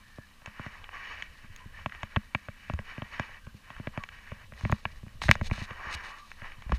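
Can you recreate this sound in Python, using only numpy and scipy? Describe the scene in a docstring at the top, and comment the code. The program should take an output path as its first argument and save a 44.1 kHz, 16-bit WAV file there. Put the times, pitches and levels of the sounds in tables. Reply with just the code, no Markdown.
"""Skiing hard snow, heard inside a helmet camera case

A skier turns down hard, chopped snow; the microphone sits in a closed camera case on the helmet.
Lumps knock through body and mount: case modes tick, then the mount thumps with falling pitch.
Ski edges scrape in gusts of grit through the case modes and squeak in narrow bands; thrown snow
hisses as coloured clicks and noise. Low noise rumbles as wind over faint electronic hiss and whine."""
import sys
import numpy as np
from scipy import signal
from scipy.fft import rfft, irfft
from scipy.io import wavfile
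from scipy.ndimage import uniform_filter1d

SR = 44100
rng = np.random.default_rng(int(sys.argv[2]) if len(sys.argv) > 2 else 0)


def store_pcm(level_fs):
    """Save levels as 16-bit WAV."""
    pcm = np.round(np.clip(level_fs, -1, 1) * 32767).astype(np.int16)
    wavfile.write(sys.argv[1], SR, np.atleast_2d(pcm).T)


def invert_db(level):
    """Linear amplitude ratio for a level in decibels (20 dB per decade), elementwise."""
    return 10 ** (np.asarray(level, dtype=float) / 20)


N = 299156
T = np.arange(N) / SR

# case modes: f/Hz, relative level/dB, reference t60/s (each source scales it)
CASE = [(611, -4, 0.02), (1116, 6, 0.012), (1360, -2.5, 0.014), (1642, 0, 0.018), (1880, 4, 0.015),
        (2307, -2, 0.023), (2590, -6, 0.027), (2938, -5, 0.021), (3400, -19.5, 0.01), (3755, -14.5, 0.0089),
        (4450, -14, 0.0057), (5500, -16, 0.0063), (6577, -20, 0.01), (9930, -40, 0.01), (13700, -48, .006)]


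def unit(x):
    """Scale to rms 1."""
    return x / np.sqrt(np.mean(x ** 2))


def colour(x, points):
    """Shape x by a (f/Hz, relative density/dB) spectrum, scaled to rms 1."""
    hz, db = np.transpose(points)
    f = np.fft.rfftfreq(N, 1 / SR) + 1
    gain_db = np.interp(np.log(f), np.log(hz), db, left=-70, right=-70)
    return unit(irfft(rfft(x) * invert_db(gain_db), N))


def walk(rate_hz):
    """Random levels held 1 / rate_hz and slewed twice, rms 1."""
    hold = int(SR / rate_hz)
    steps = np.repeat(rng.standard_normal(N // hold + 1), hold)
    slewed = uniform_filter1d(uniform_filter1d(steps, hold), hold)
    return unit(slewed[:N])


def grit(per_s, spread_db, bed):
    """Snow crystals breaking: random clicks of very uneven size over a bed of noise."""
    hit = rng.random(N) < per_s / SR
    size_db = spread_db * rng.exponential(size=N).clip(0, 4)
    clicks = hit * rng.standard_normal(N) * invert_db(size_db)
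    return unit(clicks) + bed * rng.standard_normal(N)


def ring(x, hz, t60_s):
    """One damped resonance driven by x (complex one-pole)."""
    pole = np.exp(2j * np.pi * hz / SR - np.log(1000) / (t60_s * SR))
    return signal.lfilter([1], [1, -pole], x).imag


def add(out, start_s, sound):
    """Mix a short sound in at start_s."""
    i = int(start_s * SR)
    out[i:i + len(sound)] += sound[:N - i]


def swell(start_s, top_s, end_s, db, edge_db, fade_s):
    """Power of one event: rises to db at top_s, sinks again, fades out at both ends."""
    nearness = np.interp(T, [start_s, top_s, end_s], [1, 0, 1])
    slope_db = edge_db * nearness ** 1.12  # exponent over 1 flattens the top
    on = uniform_filter1d(1. * ((T >= start_s) & (T < end_s)), int(fade_s * SR))
    return (on * invert_db(db + slope_db)) ** 2


def thump(hz, start_hz, glide_s, t60_s, rise_s):
    """Bending waves in the mount: the high part comes first, the pitch sinks to hz; peak 1."""
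    t = T[:SR // 6]
    turns = hz * t + (start_hz - hz) * glide_s * (1 - np.exp(-t / glide_s))
    envelope = (1 - np.exp(-t / rise_s)) ** 2 * invert_db(-60 * t / t60_s)
    wave = np.sin(2 * np.pi * turns) * envelope
    return wave / np.abs(wave).max()


def knocks():
    """Each blow rings the case modes near its own centre, then the mount."""
    # blows: t/s, tick/dB, thump re tick/dB, treble re tick/dB, tick centre f/Hz
    blows = [(0.1839, -36.5, 1, -27, 706), (0.419, -44, -8, -23, 1220), (0.46, -28, -41, -9.5, 1260),
             (0.474, -36.5, -1, -26, 960), (0.5954, -29.5, -3, -34, 850), (0.6626, -32, -1, -19, 1470),
             (0.8421, -31, -39, -29, 1800), (0.8911, -30.5, -44, -38, 1580), (1.2235, -22, -27, -17, 2200),
             (1.4396, -49, 6.5, -10, 1560), (1.562, -39, -30, 2.5, 2800), (1.6565, -51, 14, -15, 1480),
             (1.8605, -16.5, -11, -27, 1480), (1.896, -36, -20, -18, 1600), (1.9219, -29.5, -30, -26, 1700),
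             (1.949, -31.5, -25, -30, 1730), (2.0315, -18, -14, -22, 1480), (2.162, -14, -43, -25, 1460),
             (2.1663, -18.5, 2, -39, 1420), (2.3487, -12, -13, -28, 1390), (2.4852, -28.5, -4, -28, 910),
             (2.6982, -21, -6, -45, 1040), (2.7368, -29.5, -6, -10, 1010), (2.79, -24, -6, -25, 870),
             (2.9797, -29.5, -1, -31, 1070), (3.0201, -25.5, -4, -41, 1090), (3.1964, -17, -8.5, -17, 1090),
             (3.2928, -45, -8, -25, 700), (3.4682, -37.5, 3, -26, 880), (3.5428, -50.5, 12.5, -14, 1400),
             (3.7036, -30, -13, -33, 1370), (3.7647, -34.5, -22, -25, 1770), (3.798, -36.5, 6.5, -31, 710),
             (3.8713, -24, -3.5, -43, 960), (3.9754, -20.5, -5.5, -20, 1210), (4.0369, -25, -28, -14, 2450),
             (4.0888, -31, -45, -18, 2240), (4.3181, -29.5, -1.5, -23, 900), (4.5217, -35.5, -3, -30, 895),
             (4.536, -41, -30, -14, 1900), (4.61, -34, -10, -11, 990), (4.6505, -20.5, 2, -39, 1132),
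             (4.6967, -23.5, 0, -34, 980), (4.7171, -32.5, 3, 1.5, 1840), (4.7239, -15.5, 0.5, -25, 1100),
             (4.8535, -17, -13, -45, 1370), (5.0305, -44.5, 11, -20, 660), (5.065, -48, 12, -20, 800),
             (5.081, -43, -30, -20, 1470), (5.2181, -18.5, -19.5, -33, 1720), (5.2383, -25, -12, -20, 1230),
             (5.2838, -16, -7, -31, 1200), (5.2901, -10.5, 0.5, -38, 1230), (5.3125, 2, -25.5, -8, 2280),
             (5.354, -20.5, -12, -16, 1000), (5.4123, -21.5, 1, -21, 1180), (5.5, -34, -12, -30, 1000),
             (5.5124, -21.5, 2.5, -24, 1170), (5.537, -33, -30, -25, 1300), (5.5789, -31, -3, -22.5, 1570),
             (5.6158, -35.5, 8, -17, 2140), (5.66, -39, -25, -25, 1200), (5.7084, -28, -7, -20, 1101),
             (6.316, -28.5, -43, -14, 1695), (6.419, -32, -5.5, -31, 1360), (6.5194, -34, -29, -28, 1840),
             (6.6219, -36, -34, -13, 1730), (6.6943, -34.5, 5, -26, 949.8),
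             (6.7203, -15.5, -4.5, -19, 983.2)]
    # blows that tip the mount downwards first, a drier swing: t/s
    tip_down_s = np.array([0.1834, 0.5954, 0.6625, 1.8604, 2.3489, 2.6982, 2.9797, 3.0206, 3.1966, 3.7034,
                           3.798, 3.8714, 3.9759])
    light_tick_db = 1.4  # lowest mode, per dB of thump below -20 dB
    bright_tilt = 0.27  # dB per octave of top, per dB of treble
    snap_db, snap_per_treble, snap_t60_s = -15.5, 1.9, 0.0044  # wide-band crack of the contact

    out, t, snap_t = np.zeros(N), T[:SR // 20, None], T[:SR // 100]
    hz, mode_db, t60_s = np.transpose(CASE)
    chance = rng.standard_normal((len(blows), 2, len(CASE)))
    shell = 0.47 * thump(208.5, 378.0, 0.0017, 0.075, 0.00043)
    early = thump(584.0, 649.0, 0.0033, 0.025, 0.0004)  # helmet shell, ahead of the mount
    nod_up = thump(72.5, 125.6, 0.0075, 0.034, 0.0021) + shell
    nod_down = -thump(70.0, 271.0, 0.0048, 0.023, 0.0056) - 0.78 * shell

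    for (s, tick_db, thump_db, treble_db, centre_hz), (gain, phase) in zip(blows, chance):
        near_db = mode_db - 6 * np.log2(hz / centre_hz) ** 2 + 2 * gain
        near_db += (hz < 800) * light_tick_db * min(thump_db + 20, 0)
        tilt_db = bright_tilt * (treble_db + 20) * np.log2(hz / 3650)  # hard contacts reach higher
        top_db = mode_db + 3 * gain + tilt_db

        # a quick first fall, then a weak tail
        decay = invert_db(-60 * t / (0.19 * t60_s)) + 0.035 * invert_db(-60 * t / (1.255 * t60_s))
        start_rad = 1 + 0.6 * phase
        modes = decay * np.sin(2 * np.pi * hz * t + start_rad)
        modes *= (1 - np.exp(-t / 0.00049)) ** 3  # the contact takes a moment to build
        body = modes @ (invert_db(near_db) * (hz < 3300))
        top = modes @ (invert_db(top_db) * (hz > 3300))
        body = signal.lfilter(*signal.butter(2, 0.31 * centre_hz, "high", fs=SR), body)
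        tick = body / np.abs(body).max() + invert_db(treble_db) * top / np.abs(top).max()

        snap = np.diff(rng.standard_normal(SR // 100 + 1)) * invert_db(-60 * snap_t / snap_t60_s)
        tips_down = np.abs(s - tip_down_s).min() < 0.004
        add(out, s, invert_db(tick_db - 5 + min(thump_db, -4)) * early)
        add(out, s, invert_db(tick_db + snap_db + snap_per_treble * treble_db) * snap)
        add(out, s, invert_db(tick_db) * tick)
        add(out, s + 0.002, invert_db(tick_db + thump_db) * (nod_down if tips_down else nod_up))
    return out


def jolts():
    """Soft blows that only shake the mount: no tick, a slow swing."""
    # t/s, peak level/dB, final f/Hz
    shakes = [(1.5, -41, 80), (2.735, -23, 75.5), (4.441, -46.5, 88), (4.635, -23, 68), (5.151, -43, 110),
              (5.255, -25.5, 63.33), (5.457, -39, 40.9), (5.868, -38.5, 59.7), (5.95, -36.5, 70),
              (6.58, -45, 103), (6.663, -31, 44), (6.728, -17, 61.01)]
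    out = np.zeros(N)
    for s, db, hz in shakes:
        add(out, s, invert_db(db) * thump(hz, 294.0, 0.002, 0.1, 0.003))
    return out


def scrape():
    """Steel edges grind over crust; coarse grit rings the low case modes, fine grit the high ones."""
    # edge strokes: start/s, hardest/s, end/s, relative scrape level/dB, coarse grit re scrape/dB
    strokes = [(0, .05, 0.68, -70.5, -1), (0.455, .63, 0.9, -49.5, -5), (0.913, 1.014, 1.144, -45.5, -6),
               (0.99, 1.157, 1.271, -44, -7.5), (1.242, 1.3, 3.1, -58.5, -7.5),
               (1.724, 1.8, 1.86, -50, -5.5), (1.881, 1.99, 2.08, -49.5, -5), (2.104, 2.2, 2.26, -57, -4.5),
               (2.377, 2.7, 2.76, -54.5, -12.5), (2.785, 2.9, 3.19, -49, -6),
               (3.06, 3.21, 3.39, -47.5, -6.5), (3.63, 3.707, 3.9, -52, -4), (3.923, 3.98, 4.07, -52, -0.5),
               (4.11, 4.13, 4.35, -50.5, -7.5), (4.244, 4.28, 4.46, -52.5, -6),
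               (4.55, 4.72, 4.81, -53, -2.5), (4.805, 4.86, 5.0, -60.5, -18), (5.277, 5.32, 5.43, -48, -8),
               (5.418, 5.48, 5.42, -43, -6), (5.513, 5.54, 5.66, -44.5, -5),
               (5.67, 5.85, 6.12, -45.5, -1.2), (5.864, 5.94, 6.03, -42, -7.5),
               (6.023, 6.04, 6.21, -45, -3), (6.384, 6.46, 6.55, -48, -4), (6.57, 6.75, 6.79, -53, -4)]
    edge_db, fade_s = -8, 0.039  # start and end re hardest moment
    glide_db, glide_coarse_db = -67, -0.6  # relative: flat skis between strokes; their coarse grit
    fine_per_coarse = -0.31  # dB of fine grit per dB of coarse grit

    power = [swell(*row[:4], edge_db, fade_s) for row in strokes]
    medium = np.sqrt(sum(power) + invert_db(2 * glide_db))
    coarse_power = sum(p * invert_db(2 * row[4]) for p, row in zip(power, strokes))
    coarse = np.sqrt(coarse_power + invert_db(2 * (glide_db + glide_coarse_db)))
    fine = medium * (coarse / medium) ** fine_per_coarse

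    out, judder = 0, walk(27.92)
    for hz, mode_db, t60_s in CASE:
        share = coarse if hz < 1450 else fine if hz > 2100 else medium
        flicker_db = 2.0 * judder + 0.72 * walk(22)
        # edge and case both select the band, so its flanks are steep
        edge = ring(grit(700, 2.5, 0.96), hz, 0.59 * t60_s)
        band = ring(edge, hz, 0.36 * t60_s)
        band_db = mode_db - 1.8 * (hz > 3300) - 7.1 * (hz < 800) + flicker_db
        out = out + invert_db(band_db) * share * unit(band)
    return out * invert_db(-7.0)


def squeaks():
    """Stick-slip that locks to one pitch: grit in a narrow band, swelling and fading."""
    # held notes: start/s, end/s, f/Hz, nominal width/Hz, rms before the fades/dB
    notes = [(0, 0.28, 1750, 141, -59), (0.915, 1.027, 1134, 90, -49.5), (1.27, 1.427, 1750, 150, -70),
             (1.59, 1.65, 1020, 81, -55.5), (1.731, 1.797, 1790, 120, -53), (3.399, 3.52, 1570, 150, -62.5),
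             (3.953, 4.056, 1120, 45, -50.5), (6.078, 6.288, 1156, 79.5, -54)]
    out = np.zeros(N)
    for start_s, end_s, hz, width_hz, db in notes:
        grains = grit(900, 0.73, 1.0)[:int((end_s - start_s) * SR)]
        band = ring(ring(grains, hz, 1.8 / width_hz), hz, 2.2 / width_hz)
        add(out, start_s, invert_db(db) * unit(band) * signal.windows.tukey(len(band), 0.4))
    return out


def thrown_snow():
    """Fine snow sprays in short bright bursts; it comes through the case and takes on its ring."""
    # spray spectrum: f/Hz, relative density/dB
    snow = [(710, -21), (1200, -29.5), (1380, -35), (1600, -22), (2400, -6.5), (3250, -11.5), (3940, -3),
            (5040, -12.5), (6600, -14.5), (9780, -27), (15500, -42)]
    # bursts: start/s, thickest/s, end/s, level before flicker/dB
    bursts = [(4.562, 4.609, 4.8, -56), (4.7, 4.726, 5.03, -60), (5.214, 5.222, 5.31, -39.5),
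              (5.283, 5.33, 5.36, -44), (5.428, 5.465, 5.488, -41.5), (5.504, 5.583, 5.62, -44.5),
              (5.604, 5.64, 5.665, -47.5), (5.905, 5.947, 5.957, -39.5), (6.033, 6.039, 6.12, -50.5),
              (6.137, 6.17, 6.44, -59), (6.737, 6.746, 6.78, -53)]
    edge_db, fade_s = -10.5, 0.011  # start and end re thickest moment
    drift_db = -69  # thin snow dust between bursts
    power = sum(swell(*row, edge_db, fade_s) for row in bursts)
    gain = np.sqrt(power + invert_db(2 * drift_db))
    spray = colour(grit(1200, 2.7, 1.0), snow)
    case = sum(unit(ring(spray, hz, 0.5 * t60_s)) * invert_db(0.27 * db)
               for hz, db, t60_s in CASE if hz > 1300)
    flicker_db = 2.1 * walk(70)
    return unit(spray + 1.05 * unit(case)) * gain * invert_db(flicker_db)


def wind():
    """Gusty low buffeting on the shell: coloured noise with a wandering level."""
    # rumble spectrum: f/Hz, relative density/dB
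    rumble = [(8.8, -29), (15, 9), (54, -7), (86, -2), (101, -39), (114, -10.5), (304, -43), (500, -27),
              (650, -30), (1100, -120)]
    # gusts: t/s, level before flutter/dB
    gusts = [(0.0, -57), (0.51, -58.5), (0.6, -54), (1.47, -52.5), (1.75, -50), (2.57, -54.5), (2.91, -50),
             (3.55, -55), (3.85, -48.5), (4.25, -52.5), (4.74, -46.5), (5.23, -48), (5.44, -34), (5.7, -49),
             (6.44, -54.5), (6.78, -45)]
    level_db = np.interp(T, *np.transpose(gusts)) + 1.8 * walk(29)
    return colour(rng.standard_normal(N), rumble) * invert_db(level_db)


def electronics():
    """Steady circuit noise: coloured hiss and a thin sine whine."""
    # hiss spectrum: f/Hz, relative density/dB
    hiss_points = [(120, -2), (200, 18.5), (448, -5), (1100, -35), (1370, -8), (1810, -8.5), (2960, 7),
                   (3310, -0.5), (13300, -9.5), (15100, -10.5), (16000, -57)]
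    # whine: f/Hz, rms level/dB
    tones = [(10406, -86)]
    hiss = colour(rng.standard_normal(N), hiss_points) * invert_db(-65)
    whine = sum(invert_db(db) * np.sqrt(2) * np.sin(2 * np.pi * hz * T) for hz, db in tones)
    return hiss + whine


def scene():
    """All sources as they reach the capsule."""
    return (knocks() + jolts() + scrape() + squeaks() + thrown_snow() + wind())[None]


def top_cut(x):
    """Nothing passes above the cut-off."""
    return signal.sosfilt(signal.butter(12, 16320, fs=SR, output="sos"), x)


def record(dry):
    """The input softly rounds the hardest blows; the electronics add hiss and whine."""
    rounded = np.tanh(dry / 1.05) * 1.05
    return top_cut(rounded + electronics())


dry = scene()
out = record(dry)
store_pcm(out)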